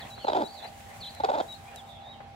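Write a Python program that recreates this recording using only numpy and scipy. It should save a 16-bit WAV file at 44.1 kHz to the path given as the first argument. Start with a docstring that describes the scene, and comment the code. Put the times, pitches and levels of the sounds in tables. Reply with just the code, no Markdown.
"""In a woven basket, close to the microphone, a brooding hen gives two low, rough clucks.
Each starts in separate croaks that run together into a rattle: uneven pulses ringing her
throat, mouth and chest, with puffs of rasp. Her chicks peep in soft, gliding whistles. A low
handling rumble dies away at the start; the wicker rustles, ticks and is softly bumped,
over a steady distant hum and a faint hiss."""
import sys
import numpy as np
from scipy import signal
from scipy.fft import rfft, irfft
from scipy.io import wavfile
from scipy.ndimage import uniform_filter1d

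SR = 44100
rng = np.random.default_rng(int(sys.argv[2]) if len(sys.argv) > 2 else 0)


def inscribe(sig):
    """Save sig as 16-bit PCM at rate SR to the path in sys.argv[1].

    A 1-D sig is mono; a 2-D sig holds one channel per row.
    Samples are clipped to [-1, 1] before scaling.
    """
    pcm = np.round(np.clip(np.atleast_2d(sig).T, -1, 1) * 32767)
    wavfile.write(sys.argv[1], SR, pcm.astype(np.int16))


N = 103635
T = np.arange(N) / SR


def amp(db):
    """Decibels to gain."""
    return 10 ** (np.asarray(db) / 20)


def unit(x):
    """Scale to rms 1."""
    return x / np.sqrt(np.mean(x ** 2) + 1e-20)


def at_hz(curve, hz):
    """Interpolate on a log-frequency axis."""
    f, values = np.transpose(curve)
    return np.interp(np.log(hz + 1), np.log(f + 1), values)


def add(mix, start_s, sound):
    """Mix a sound in at start_s."""
    part = mix[..., round(start_s * SR):][..., :sound.shape[-1]]
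    part += sound[..., :part.shape[-1]]


def colour(x, spectrum):
    """Minimum-phase filter of unit energy."""
    log_gain = np.log(amp(at_hz(spectrum, abs(np.fft.fftfreq(4096, 1 / SR)))))
    ring = np.fft.ifft(np.exp(signal.hilbert(log_gain).conj())).real[:2048]
    return signal.fftconvolve(x, ring / np.linalg.norm(ring))[:len(x)]


def drift(rate_hz):
    """Random wander, rms 1."""
    rolloff = 1 + (np.fft.rfftfreq(N, 1 / SR) / rate_hz) ** 4
    return unit(irfft(rfft(rng.standard_normal(N)) / rolloff, N))


def pan(db):
    """Stereo gains, left over right by db."""
    return amp([[db / 2], [-db / 2]])


def place(x, pan_db, lag_s):
    """Pan to two microphones; the right one lags."""
    delay = np.exp(-2j * np.pi * np.fft.rfftfreq(len(x), 1 / SR) * lag_s)
    return np.array([x, irfft(rfft(x) * delay, len(x))]) * pan(pan_db)


def echo(x, t60_s):
    """Short scattered reflections off the basket and its surroundings."""
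    t = np.arange(SR // 3) / SR
    taps = rng.standard_normal((2, len(t))) * (t > .002) * np.exp(-np.log(1000) * t / t60_s)
    return signal.fftconvolve(x[None], taps / np.linalg.norm(taps[0]), axes=1)[:, :N]


def noise(spectrum, patch_db):
    """Shaped stereo noise, rms 1, with drifting spectral patches."""
    # left-right likeness: f/Hz, coherence/0-1
    coherence = [(50, 0.86), (130, 1), (290, 0.61), (640, 0.42), (1400, 0.037), (16000, 0.021)]
    hz = np.fft.rfftfreq(2048, 1 / SR)
    a, b, c, d, patches = rng.standard_normal((5, len(hz), N // 512 + 5))
    patches = unit(uniform_filter1d(uniform_filter1d(patches, size=20, axis=0), size=5, axis=1))
    shared = np.clip(at_hz(coherence, hz), -1, 1)[:, None]
    left = a + 1j * b
    right = shared * left + np.sqrt(1 - shared ** 2) * (c + 1j * d)
    frames = np.array([left, right]) * amp(at_hz(spectrum, hz)[:, None] + patch_db * patches)
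    return unit(signal.istft(frames, nperseg=2048, noverlap=1536)[1][:, :N])


def noise_floor():
    """Steady low background noise."""
    # spectrum: f/Hz, level/dB
    spectrum = [(20, -52), (40, -22), (60, -2), (95, 0.7), (130, -5), (165, -4), (205, -10), (300, -14),
                (480, -13), (620, -7), (780, -2), (900, -8), (1100, -15), (2000, -18), (3500, -21),
                (6000, -33), (16000, -54)]
    return amp(-50) * noise(spectrum, patch_db=2) * pan(-2.5)


def hum():
    """Three distant tones, wavering slightly in pitch and level."""
    # tones: f/Hz, level/dB, left phase lead/rad
    tones = [(90.3, -63.5, 0.41), (233, -62, -0.66), (793.8, -52, -0.93)]
    out = np.zeros((2, N))
    for hz, db, lead_rad in tones:
        phase = 2 * np.pi * np.cumsum(hz + drift(6.6)) / SR
        flutter = 1 + .11 * drift(39)
        out += np.sqrt(2) * amp(db) * flutter * np.sin([phase + lead_rad, phase])
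    return out


def hiss():
    """Faint treble noise that fades toward the end."""
    # spectrum: f/Hz, level/dB
    spectrum = [(1500, -30), (3500, -4), (5500, -4), (7200, -1), (10500, -6.5), (16000, -9.5)]
    # envelope: t/s, relative level/dB
    envelope = [(0, -66), (.12, -64), (.22, -69), (.45, -65.5), (1.0, -64), (1.3, -68), (1.52, -64),
                (1.62, -68), (1.78, -67), (2.0, -77), (2.35, -82)]
    level_db = 6.8 + np.interp(T, *np.transpose(envelope))
    return noise(spectrum, patch_db=.7) * amp(level_db + 1.47 * drift(27))


def handling_and_wicker():
    """Noise bursts: a low handling rumble at the start, dying away; then wicker ticks and soft bumps."""
    # wicker ticks: t/s, level/dB, decay/s
    ticks = [(1.149, -44, 0.0025), (1.525, -45, 0.0028), (1.7599, -37, 0.002)]
    # handling rumble, then two soft bumps: t/s, level/dB, decay/s, relative bass/dB
    dull_bursts = [(.02, -54, 0.24, 4), (0.179, -39.5, 0.009, -8), (2.204, -40.5, 0.008, -16)]
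    # spectra: f/Hz, level/dB
    tick_spectrum = [(200, -12), (1400, -6), (4000, 1), (8000, -2), (12000, -2), (16000, -30)]
    mid_spectrum = [(100, -6), (400, 6), (850, 15), (1200, 6), (2200, 0), (4000, -15), (12000, -62)]
    bass_spectrum = [(35, -67), (80, 10.5), (180, 1), (300, -0.5), (800, -61), (8000, -74)]
    tick_env, mid_env, bass_env = np.zeros((3, N))
    t = np.arange(SR // 8) / SR
    for start_s, db, decay_s in ticks:
        add(tick_env, start_s, amp(db) * np.exp(-t / decay_s))
    for start_s, db, decay_s, bass_db in dull_bursts:
        add(mid_env, start_s, amp(db) * np.exp(-t / decay_s))
        add(bass_env, start_s, amp(db + bass_db) * np.exp(-t / decay_s))
    upper = np.array([colour(tick_env * white, tick_spectrum) + colour(mid_env * white, mid_spectrum)
                      for white in rng.standard_normal((2, N))])
    return upper + colour(bass_env * rng.standard_normal(N), bass_spectrum)


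def basket_rustle():
    """Light, flickering noise as the birds shift on the wicker."""
    # spectrum: f/Hz, level/dB
    spectrum = [(150, -27), (400, -1), (700, 10), (1200, -0.5), (2100, 2.5), (3500, -5.5), (6000, -33.5),
                (16000, -54)]
    # envelope: t/s, level/dB
    envelope = [(0, -45), (.08, -48), (.14, -56), (.58, -60.5), (.648, -43.5), (.70, -56), (1.01, -51),
                (1.1, -54), (1.62, -58.5), (1.745, -50), (1.79, -59), (2.15, -100), (2.23, -53.5),
                (2.35, -84)]
    level_db = np.interp(T, *np.transpose(envelope))
    return noise(spectrum, patch_db=3) * amp(level_db + 1.6 * drift(73))


def chicks():
    """Near-pure whistles that glide, or hold and flick up; farther ones are hoarse and scattered."""
    # gliding peeps: t/s, length/s, first f/Hz, middle f/Hz, last f/Hz, level/dB, scattered share/0-1
    glides = [(.002, 0.038, 4640, 3800, 3050, -45.5, 0.31), (0.157, 0.12, 3880, 4335, 4070, -50, 0.45),
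              (0.182, 0.07, 3670, 3060, 2710, -49.5, 0.7), (.245, 0.087, 4200, 3980, 3770, -45, 0.3),
              (0.322, 0.027, 3530, 3160, 3200, -45, 0.44), (0.478, 0.098, 4350, 4500, 4300, -52, 0.6),
              (0.543, 0.071, 4350, 3950, 3270, -46.5, 0.73), (1.004, 0.052, 4690, 3795, 3030, -42, 0.26),
              (1.026, 0.06, 4300, 3840, 2910, -44, 0.12), (1.092, 0.17, 4010, 4034, 3670, -53.5, 0.6),
              (1.397, 0.027, 3500, 3200, 3470, -49, 0.03), (1.669, 0.038, 2214, 2445, 2320, -52.5, 0.34),
              (1.761, 0.053, 3980, 3700, 3050, -48.5, 0.03), (1.859, 0.11, 3700, 3613, 3300, -51.5, 0.7),
              (1.907, 0.125, 3600, 3405, 3540, -58.5, 0.76), (2.008, 0.062, 4210, 3770, 3750, -59, 0.27),
              (2.043, .11, 3496, 3766, 3700, -49.5, 0.29), (2.124, 0.036, 3420, 3150, 2970, -55, 0.6)]
    # flicked peeps: t/s, length/s, held f/Hz, top f/Hz, level/dB, left-right/dB
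    flicks = [(0.1, 0.075, 3960, 4550, -48, 3.5), (0.437, 0.064, 3980, 4580, -44.5, 7),
              (0.621, 0.069, 4070, 4780, -47, 10), (1.047, 0.069, 4060, 4690, -42, 4),
              (1.48, 0.092, 3880, 4270, -44, 9)]
    flick_s, flick_db, flick_far, sag_hz = .026, -9.5, .14, 100
    calls = []
    for start_s, length_s, first_hz, middle_hz, last_hz, db, far in glides:
        u = np.linspace(0, 1, int(length_s * SR))
        hz = np.polyval(np.polyfit([0, .5, 1], [first_hz, middle_hz, last_hz], 2), u)
        calls.append((start_s, u, hz, db, 0, far))
    for start_s, length_s, held_hz, top_hz, db, pan_db in flicks:
        u = np.linspace(0, 1, int(length_s * SR))
        to_end = (1 - u) * length_s / flick_s
        flick = np.sin(np.pi * np.clip(1 - to_end, 0, 1) ** .8)
        sag = np.sin(np.pi * np.clip(2 - to_end, 0, 1))  # just before the flick
        hz = held_hz - sag_hz * sag + (top_hz - held_hz) * flick
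        calls.append((start_s, u, hz, db + flick_db * flick, pan_db, flick_far))
    direct, scattered = np.zeros((2, N)), np.zeros(N)
    wobble, hoarse = 1 + .006 * drift(30), .05 * drift(400)
    for start_s, u, hz, db, pan_db, far in calls:
        detune = (wobble + far * hoarse)[int(start_s * SR):][:len(u)]
        phase = 2 * np.pi * np.cumsum(hz * detune) / SR
        envelope = np.sqrt(2) * amp(db) * abs(np.sin(np.pi * u)) ** .53
        peep = envelope * (np.sin(phase) + amp(-42) * np.sin(2 * phase))
        add(direct, start_s, place(peep * np.sqrt(1 - far), pan_db, lag_s=2e-5))
        add(scattered, start_s, peep * np.sqrt(far))
    return direct + echo(scattered, t60_s=.28) * pan(-3.5)


def hen():
    """Uneven pulses swell in each croak, ring throat, mouth and chest, and each puffs out rasp."""
    # croaks: t/s, length/s, level/dB, pulse rate/Hz, relative chest/dB, relative rasp/dB, mouth f/Hz
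    croaks = [(0.2449, 0.0067, -24.5, 276, -6.5, -29, 575), (0.27, 0.0047, -30.5, 330, -12, -17.5, 830),
              (0.2811, 0.01, -17.5, 446, -8.5, -19.5, 880), (0.2965, 0.0077, -23.5, 298, -10.5, -20, 590),
              (0.320, 0.0039, -22.5, 306, -5.5, -22, 544), (0.33, 0.01, -23.5, 297.4, -8, -18, 607),
              (0.3464, 0.0126, -25, 380, -5.5, -21, 790), (0.362, .013, -22.5, 381.5, -4.5, -20, 740),
              (0.375, 0.025, -27.5, 309.6, -2, -23, 650), (0.402, 0.015, -28, 280.6, -1, -19, 666),
              (0.4154, 0.0091, -24.5, 260.5, -3, -21, 790), (0.428, 0.014, -32.5, 232.3, 0.5, -18.5, 680),
              (1.2, 0.011, -27.5, 265.6, -8.5, -22, 810), (1.236, 0.0059, -20, 417, -10, -25, 770),
              (1.2448, 0.0081, -18, 370.2, -13.5, -14.5, 543), (1.2544, 0.0075, -29, 296, -21, -32, 800),
              (1.2856, 0.01, -23.5, 278, -13.5, -32, 820), (1.294, 0.012, -23, 291, -12, -19.5, 594),
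              (1.316, 0.0061, -21.5, 332, -14, -28, 730), (1.331, 0.019, -25, 289.3, -10, -20.5, 835),
              (1.351, 0.0069, -22.5, 322, -7.5, -18.5, 645), (1.36, 0.018, -27.5, 307, -18, -26, 600),
              (1.380, 0.011, -27, 291, -7.5, -18.5, 760), (1.395, 0.018, -25.5, 305.5, -8, -20, 650)]
    # spectra: f/Hz, level/dB
    throat_spectrum = [(100, -47.5), (280, -12.5), (420, 0), (640, -1), (940, 1), (1080, -12.5),
                       (1230, -15), (1430, -12), (1700, -20), (2150, -22.5), (2500, -31), (3650, -27),
                       (5000, -36), (12000, -67)]
    chest_spectrum = [(60, -45.5), (150, -9.5), (230, -3.5), (390, 2), (470, -0.5), (700, -17.5),
                      (2000, -82.5)]
    rasp_spectrum = [(300, -55), (1400, 9), (2100, -18.5), (2500, 4), (2800, -13.5), (3600, 10),
                     (4200, -0.5), (5000, -2.5), (5900, -16), (7400, -7), (9000, -49), (16000, -21)]
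    jitter, shimmer_db, edge_db, swell_peak = .1, 2, -4.5, .48
    mouth_width_hz, puff_decay_s = 177, .0011
    throat, chest_pulses, rasp_pulses = np.zeros((3, N))
    for start_s, length_s, db, rate_hz, chest_db, rasp_db, mouth_hz in croaks:
        gap_noise, size_noise = rng.standard_normal((2, 16))
        pulse_s = np.r_[0, np.cumsum(np.exp(jitter * gap_noise[1:]))] / rate_hz
        swell_db = edge_db * (pulse_s / length_s / swell_peak - 1) ** 2
        gate = np.clip((length_s - pulse_s) * rate_hz * 2, 0, 1)
        size = amp(db + swell_db + shimmer_db * size_noise) * np.sqrt(SR / rate_hz) * gate
        index = np.round((start_s + pulse_s) * SR).astype(int)
        pulses = np.zeros(SR // 4)
        pulses[index - index[0]] = size
        mouth = signal.lfilter(*signal.iirpeak(mouth_hz, mouth_hz / mouth_width_hz, fs=SR), pulses)
        add(throat, start_s, amp(-3) * colour(pulses + amp(.5) * mouth, throat_spectrum))
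        chest_pulses[index] += size * amp(chest_db)
        rasp_pulses[index] += size * amp(rasp_db)
    puff = np.exp(-np.arange(SR // 100) / SR / puff_decay_s)
    rasp_env = np.convolve(rasp_pulses, puff / np.linalg.norm(puff))[:N]
    rasp = colour(rasp_env * rng.standard_normal(N), rasp_spectrum)
    chest = colour(chest_pulses, chest_spectrum)
    direct = place(throat, pan_db=-1.5, lag_s=3e-4)
    direct += place(chest, pan_db=-2.5, lag_s=3e-4)
    direct += place(rasp, pan_db=4.4, lag_s=3e-5)
    return direct + amp(-12) * echo(throat + chest + rasp, t60_s=.27)


def scene():
    """Birds, basket and background in stereo."""
    return hen() + chicks() + handling_and_wicker() + basket_rustle() + noise_floor() + hum() + hiss()


def record(dry):
    """Band limit at 15.9 kHz."""
    lowpass = signal.firwin(511, 15900, window=("kaiser", 9), fs=SR)
    return signal.oaconvolve(dry, lowpass[None], "same")


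dry = scene()
out = record(dry)
inscribe(out)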